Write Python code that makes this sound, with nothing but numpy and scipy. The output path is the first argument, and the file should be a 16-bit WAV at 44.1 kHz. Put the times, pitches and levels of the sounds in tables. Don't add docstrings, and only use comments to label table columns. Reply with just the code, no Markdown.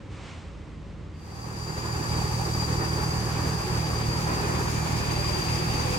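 import sys
import numpy as np
from scipy import signal
from scipy.fft import rfft, irfft
from scipy.io import wavfile
from scipy.ndimage import map_coordinates

SR = 44100
rng = np.random.default_rng(int(sys.argv[2]) if len(sys.argv) > 2 else 0)


def inscribe(sig):
    pcm = np.round(np.clip(np.atleast_2d(sig).T, -1, 1) * 32767)
    wavfile.write(sys.argv[1], SR, pcm.astype(np.int16))


N = 263718
T = np.arange(N) / SR
HZ = np.maximum(np.arange(N // 2 + 1) * SR / N, 1)

# (frequency [Hz], relative level [dB])
SILENCER_SPECTRUM = [(20, -40), (39, -33), (52, -9), (78, 0), (117, 2.5), (156, 0.2), (195, -7.5),
                     (240, -19), (350, -25), (600, -28.5), (2000, -64), (8000, -130)]
FIRING_LEVELS = [2, 1, 0.5]
# (time [s], half-width [s], gain [dB])
THUMP_DIPS = [(1.835, .06, -3), (2.052, 0.024, -12), (3.2, 0.042, -3), (3.626, 0.055, -5.5),
              (3.9, 0.034, 0.5), (4.33, 0.032, -2), (5.42, .03, -8)]
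# (frequency [Hz], level [dB])
CHUG_TONES = [(33.5, -53), (67.8, -48.5), (112.6, -44.5)]
# (frequency [Hz], relative level [dB])
CASING_MODES = [(735, -4.5), (785, 0.5), (850, 2), (940, -1.5), (1000, -2.5), (1125, -3.5), (1230, -7)]
# (time [s], half-width [s], gain [dB])
CASING_CLATTERS = [(1.45, .02, 6), (1.69, .03, 3), (2.23, .04, 7), (2.86, .03, 3), (3.54, .05, 4),
                   (3.78, .04, 5), (4.33, .05, 5), (4.8, .035, 7), (5.32, .04, 3)]
# (frequency [Hz], relative level [dB])
RUMBLE_SPECTRUM = [(20, -36), (32, -8), (40, -8), (52, 0), (66, 0.5), (100, -6.5), (135, -0.5), (170, 0),
                   (205, -8.5), (280, -33), (500, -56)]
# (frequency [Hz], relative level [dB])
FAN_SPECTRUM = [(120, -11), (220, -4), (290, 0.5), (355, 1), (425, -1.5), (470, -1.5), (660, -4.5),
                (830, -5), (1150, -3), (1400, -7), (1800, -6.5), (2050, -14.5), (4000, -38.5)]
# (frequency [Hz], relative level [dB])
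RATTLE_SPECTRUM = [(900, 4), (1500, -3), (1800, 0), (2100, 4), (2500, 7), (2720, 0), (2850, 0),
                   (3500, -1.5), (4300, -5.5), (5500, -43)]
# (frequency [Hz], relative level [dB])
OUTLET_SPECTRUM = [(3500, -1.5), (5000, 5.5), (6000, 6), (6800, 6), (7400, 4.5), (9000, 0), (12000, -3.5),
                   (15500, -10.5)]
# (frequency [Hz], half-width [Hz], level [dB])
MACHINE_TONES = [(233.7, 1.9, -52.5), (332.7, 1.7, -50.5), (367, 18, -48.5), (421, 19, -46.5),
                 (777, 18, -49.5), (850, 15, -50), (1129, 17, -50.5), (1620, 20, -59), (2380, 30, -64),
                 (2690, 17, -55.5)]
# (time [s], half-width [s], frequency [Hz], waver [Hz], level [dB])
SHORT_WHISTLES = [(1.8, .28, 6880, 12, -49), (2.0, .5, 2680, 12, -54), (1.97, .07, 4587, 8, -47),
                  (2.3, .15, 4587, 8, -50), (2.68, .13, 4587, 8, -48), (2.65, .15, 6800, 20, -54),
                  (4.05, .15, 4610, 10, -51), (4.35, .04, 6860, 30, -51), (4.8, .25, 6885, 22, -49.5),
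                  (5.6, .14, 7392, 12, -55), (4.8, .07, 2370, 20, -48), (5.25, .06, 2450, 20, -48),
                  (5.7, .6, 2685, 18, -49.5), (5.75, .12, 4570, 30, -47)]
# (time [s], half-width [s], frequency [Hz], level [dB])
PANEL_NOTES = [(3.71, .06, 366, -40), (4.39, .06, 358, -39), (5.12, .05, 300, -40), (5.2, .04, 585, -38),
               (5.31, .04, 598, -41), (5.38, .04, 362, -36), (5.6, .04, 376, -39), (5.92, .08, 502, -38)]
# (time [s], half-width [s], gain [dB])
WHISTLE_GAINS = [(1.7, 0.22, 1.5), (2.12, .04, 2.5), (2.618, 0.044, 5), (2.97, .1, -0.5), (4.12, 0.043, 1),
                 (4.357, .07, 2), (4.7, 0.36, -2.5), (5.362, 0.23, 3.5), (5.807, 0.11, 3), (5.97, .025, 2)]
# (time [s], half-width [s], rise [Hz])
WHISTLE_RISES = [(1.87, .04, 85), (2.11, .045, 85), (2.61, .035, 60), (2.86, .05, 75), (3.09, .04, 65),
                 (3.62, .25, 45), (4.26, .04, 45), (4.54, .09, 55), (4.77, .05, 40), (5.0, .045, 115),
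                 (5.24, .04, 45), (5.58, .11, 30), (5.98, .045, 155)]
# (frequency [Hz], relative level [dB])
WASH_SPECTRUM = [(25, -26), (38, -6), (52, -6), (65, -2), (90, -10.5), (125, -6), (180, -10), (310, -12.5),
                 (540, -18), (640, -25), (1140, -23.5), (1560, -29.5), (2100, -29), (8100, -46),
                 (12000, -70)]
# (frequency [Hz], relative level [dB])
DRONE_SPECTRUM = [(20, -34), (39, -14), (78, 1), (117, -32), (156, 2), (195, -4.5), (240, -15.5),
                  (600, -29.5), (2000, -67), (8000, -130)]
# (frequency [Hz], half-width [Hz], level [dB])
DISTANT_TONES = [(56.2, 2.9, -46), (92.4, 14, -46.5), (299, 15, -58), (557, 8.6, -64.5)]
# (time [s], half-width [s], frequency [Hz], level [dB])
DISTANT_SWELLS = [(.1, .1, 99, -41), (.13, .14, 121, -46), (.16, .18, 548, -59), (.42, .06, 88, -42),
                  (1.08, .06, 84, -43)]
# (frequency [Hz], relative level [dB])
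SWISH_SPECTRUM = [(300, -11), (700, -0.5), (1200, 1), (1600, -4), (2200, -1), (3200, -6), (4500, -11),
                  (7000, -14.5), (9000, -20), (11000, -77)]
# (delay [ms], level [dB])
EARLY_ECHOES = [(7.3, -32.5), (11.2, -27), (17.5, -13)]
# (frequency [Hz], correlation [-1 to 1])
STALL_CORRELATION = [(60, 0.89), (170, 0.82), (400, 0.92), (660, -0.61), (850, 0.85), (1150, -0.17),
                     (1600, -0.67), (2300, -0.046), (4000, 0.0088), (15000, -0.18)]
# (frequency [Hz], left minus right [dB])
EAR_SHADING = [(130, -2.5), (300, -4.5), (520, 1), (720, -2), (1030, 2.5), (1600, 0.5), (2450, -2.5),
               (4000, 0.5), (6300, 6.5), (8300, -2), (11000, 0)]

FIRING_HZ, FIRST_FIRING_S = 39.03, .0028
TURN_S, TURN_LENGTH_S = 2.88, 1.68
FIRST_LAG_MS, LAST_LAG_MS = 0.25, -0.458


def generator(firings):
    thump = aimed(exhaust(firings, SILENCER_SPECTRUM, scatter_db=1.0))
    thump *= undb(-29.5 + swells(THUMP_DIPS))
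    casing = casing_shake(firings) + casing_knocks(firings)
    rumble = diffuse(undb(curve(RUMBLE_SPECTRUM)), curve(STALL_CORRELATION)) * undb(-36)
    rush = fan_roar(firings) + casing_rattle(firings) + outlet_hiss()
    machine = thump + casing + rumble + rush + steady_tones() + brief_tones()
    return irfft(rfft(machine) * pan(curve(EAR_SHADING)), N) + whistle(firings)


def exhaust(firings, spectrum, scatter_db, chamber_hz=135, chamber_width_hz=50):
    onsets = firing_samples(firings)
    scatter = scatter_db * rng.standard_normal(len(onsets))
    pulses = np.zeros(N)
    pulses[onsets] = undb(np.resize(FIRING_LEVELS, len(onsets)) + scatter)
    chamber = np.exp(-2j * np.arctan((HZ - chamber_hz) / chamber_width_hz))
    return unit(irfft(rfft(ring(pulses, spectrum)) * chamber, N))


def casing_shake(firings):
    crank_turns = firings * 2 / len(FIRING_LEVELS)
    hum = unit(np.sin(4 * np.pi * crank_turns) * undb(2 * wander(1.3))) * undb(-47)
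    return aimed(hum + sum(undb(db) * tone(hz, waver_hz=3.64) for hz, db in CHUG_TONES))


def casing_knocks(firings, attack_s=.002, t60_s=.085, slack_s=.018, scatter_db=3.5):
    onsets = firing_samples(firings)
    age = T[:SR // 4]
    envelope = (1 - np.exp(-(age / attack_s) ** 2)) * undb(-60 * age / t60_s)
    knocks = 0
    for hz, db in CASING_MODES:
        slack = (slack_s * SR * rng.random(len(onsets))).astype(int)
        strength = undb(db + scatter_db * rng.standard_normal((len(onsets), 1)))
        blows = np.zeros((2, N))
        blows[:, np.minimum(onsets + slack, N - 1)] = (strength * rng.standard_normal((len(onsets), 2))).T
        mode = envelope * np.sin(2 * np.pi * hz * age)
        knocks += signal.fftconvolve(blows, [mode], axes=1)[:, :N]
    return unit(knocks) * undb(-41.5 + swells(CASING_CLATTERS))


def fan_roar(firings, blade_hz=146):
    blades = np.cos(2 * np.pi * np.cumsum(blade_hz + 2 * wander(5.6)) / SR)
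    roar = among_stalls(undb(curve(FAN_SPECTRUM)), direct_db=-7.5)
    flutter_db = 0.5 * np.cos(4 * np.pi * firings) + 0.53 * blades + 1.57 * wander(22)
    return roar * undb(-34 + 2.5 * swell(4.53, 0.3) + flutter_db)


def casing_rattle(firings):
    rattle = among_stalls(undb(curve(RATTLE_SPECTRUM)), direct_db=-22)
    flutter_db = 0.23 * np.cos(2 * np.pi * firings) + 1.35 * wander(19)
    return rattle * undb(-44 + opening(db_per_s=2.5) + flutter_db)


def outlet_hiss():
    hiss = among_stalls(undb(curve(OUTLET_SPECTRUM)), direct_db=-8.5)
    return hiss * undb(-40.5 + opening(db_per_s=0.56) - swell(3.9, 1) + 0.78 * wander(26))


def steady_tones():
    power = sum((undb(db) * unit(resonance(hz, width))) ** 2 for hz, width, db in MACHINE_TONES)
    return np.sqrt(np.mean(power)) * among_stalls(np.sqrt(power), direct_db=0.62)


def brief_tones():
    whistles = sum(undb(db) * swell(s, width) * tone(hz, waver)
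                   for s, width, hz, waver, db in SHORT_WHISTLES)
    return aimed(whistles + hums(PANEL_NOTES, waver_hz=4.25))


def whistle(firings, pitch_hz=4724, steady_hz=4702, drift_hz=14, flutter_hz=27, ripple_hz=46):
    hz = pitch_hz + swells(WHISTLE_RISES) + drift_hz * wander(12) + flutter_hz * wander(96.8)
    hz += ripple_hz * np.cos(2 * np.pi * firings)
    core = unit(np.sin(2 * np.pi * np.cumsum(hz) / SR) * undb(2.2 * wander(76)))
    echoes = np.array([np.roll(core, int(ms * SR / 1000)) for ms, _ in EARLY_ECHOES[:2]])
    skirt = among_stalls(resonance(pitch_hz, 213) ** 2, direct_db=-18)
    steady = np.array([tone(steady_hz, waver_hz=8.63) for ear in range(2)])
    voices = unit(aimed(core) + undb(-4) * echoes + undb(-1.5) * skirt + undb(-5) * steady)
    swell_db = swells(WHISTLE_GAINS)
    return voices * undb(-39 + swell_db) * pan(2 + swell_db)


def fairground(firings):
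    wash = diffuse(undb(curve(WASH_SPECTRUM)), 0.73) * undb(-44 + 0.39 * wander(9.2))
    drone = exhaust(firings, DRONE_SPECTRUM, scatter_db=3.5) * undb(-46)
    machines = sum(undb(db) * noise(resonance(hz, width)) for hz, width, db in DISTANT_TONES)
    return (wash + drone + machines + hums(DISTANT_SWELLS, waver_hz=2.9) + swish()) * pan(-0.8)


def swish(peak_s=0.29, rise_db_per_s=33, fall_db_per_s=49):
    db = -45.5 + np.minimum(rise_db_per_s * (T - peak_s), fall_db_per_s * (peak_s - T))
    return diffuse(undb(curve(SWISH_SPECTRUM)), 0.83) * ramp(0.084, 0.033) * undb(db)


def among_stalls(gain, direct_db):
    comb = abs(1 + sum(undb(db) * np.exp(-2j * np.pi * HZ * ms / 1000) for ms, db in EARLY_ECHOES))
    direct = undb(direct_db) * aimed(noise(gain * comb))
    return unit(direct + diffuse(gain * comb, curve(STALL_CORRELATION)))


def aimed(x):
    lag_ms = FIRST_LAG_MS + (LAST_LAG_MS - FIRST_LAG_MS) * ramp(TURN_S, TURN_LENGTH_S)
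    shift = lag_ms * SR / 1000 / 2
    return np.array([map_coordinates(x, [np.arange(N) - side * shift], order=3, mode="nearest")
                     for side in (1, -1)])


def diffuse(gain, correlation):
    alike = np.clip(correlation, -.98, .98)
    weights = np.sqrt([1 + alike, 1 - alike]).reshape(2, -1)
    mid, side = rfft(rng.standard_normal((2, N))) * gain * weights
    return unit(irfft(np.array([mid + side, mid - side]), N))


def pan(db):
    return undb(np.array([db, -db]).reshape(2, -1) / 2)


def opening(db_per_s):
    return db_per_s * np.maximum(T - TURN_S, 0)


def firing_samples(firings):
    return np.flatnonzero(np.diff(np.floor(firings)))


def ring(x, spectrum):
    cepstrum = irfft(np.log(undb(curve(spectrum))), N)
    cepstrum[1:N // 2] *= 2
    cepstrum[N // 2 + 1:] = 0
    return irfft(rfft(x) * np.exp(rfft(cepstrum)), N)


def hums(notes, waver_hz):
    return sum(undb(db) * swell(s, width) * tone(hz, waver_hz) for s, width, hz, db in notes)


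def tone(hz, waver_hz):
    return unit(np.sin(2 * np.pi * np.cumsum(hz + waver_hz * wander(28.9)) / SR))


def noise(gain):
    return unit(irfft(rfft(rng.standard_normal(N)) * gain, N))


def wander(rate_hz):
    return noise(1 / (1 + (HZ / rate_hz) ** 4))


def resonance(hz, half_width_hz):
    return 1 / (1 + ((HZ - hz) / half_width_hz) ** 2)


def curve(points):
    hz, value = np.transpose(points)
    return np.interp(np.log(HZ), np.log(hz), value)


def ramp(start_s, length_s):
    return np.clip((T - start_s) / length_s, 0, 1)


def swell(time_s, half_width_s):
    return np.exp(-((T - time_s) / half_width_s) ** 2)


def swells(moments):
    return sum(height * swell(s, width) for s, width, height in moments)


def undb(db):
    return 10 ** (np.asarray(db) / 20)


def unit(x):
    return x / np.sqrt(np.mean(x ** 2))


def scene():
    firings = FIRING_HZ * (T - FIRST_FIRING_S) + 0.011 * wander(4.1)
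    near = ramp(start_s=1.124, length_s=1.06)
    return near * generator(firings) + (1 - near) * fairground(firings)


def record(dry):
    low_cut = signal.butter(8, 28, "highpass", fs=SR, output="sos")
    high_cut = signal.ellip(10, .2, 80, 15800, fs=SR, output="sos")
    return signal.sosfilt(high_cut, signal.sosfilt(low_cut, dry * ramp(0, .004)))


dry = scene()
out = record(dry)
inscribe(out)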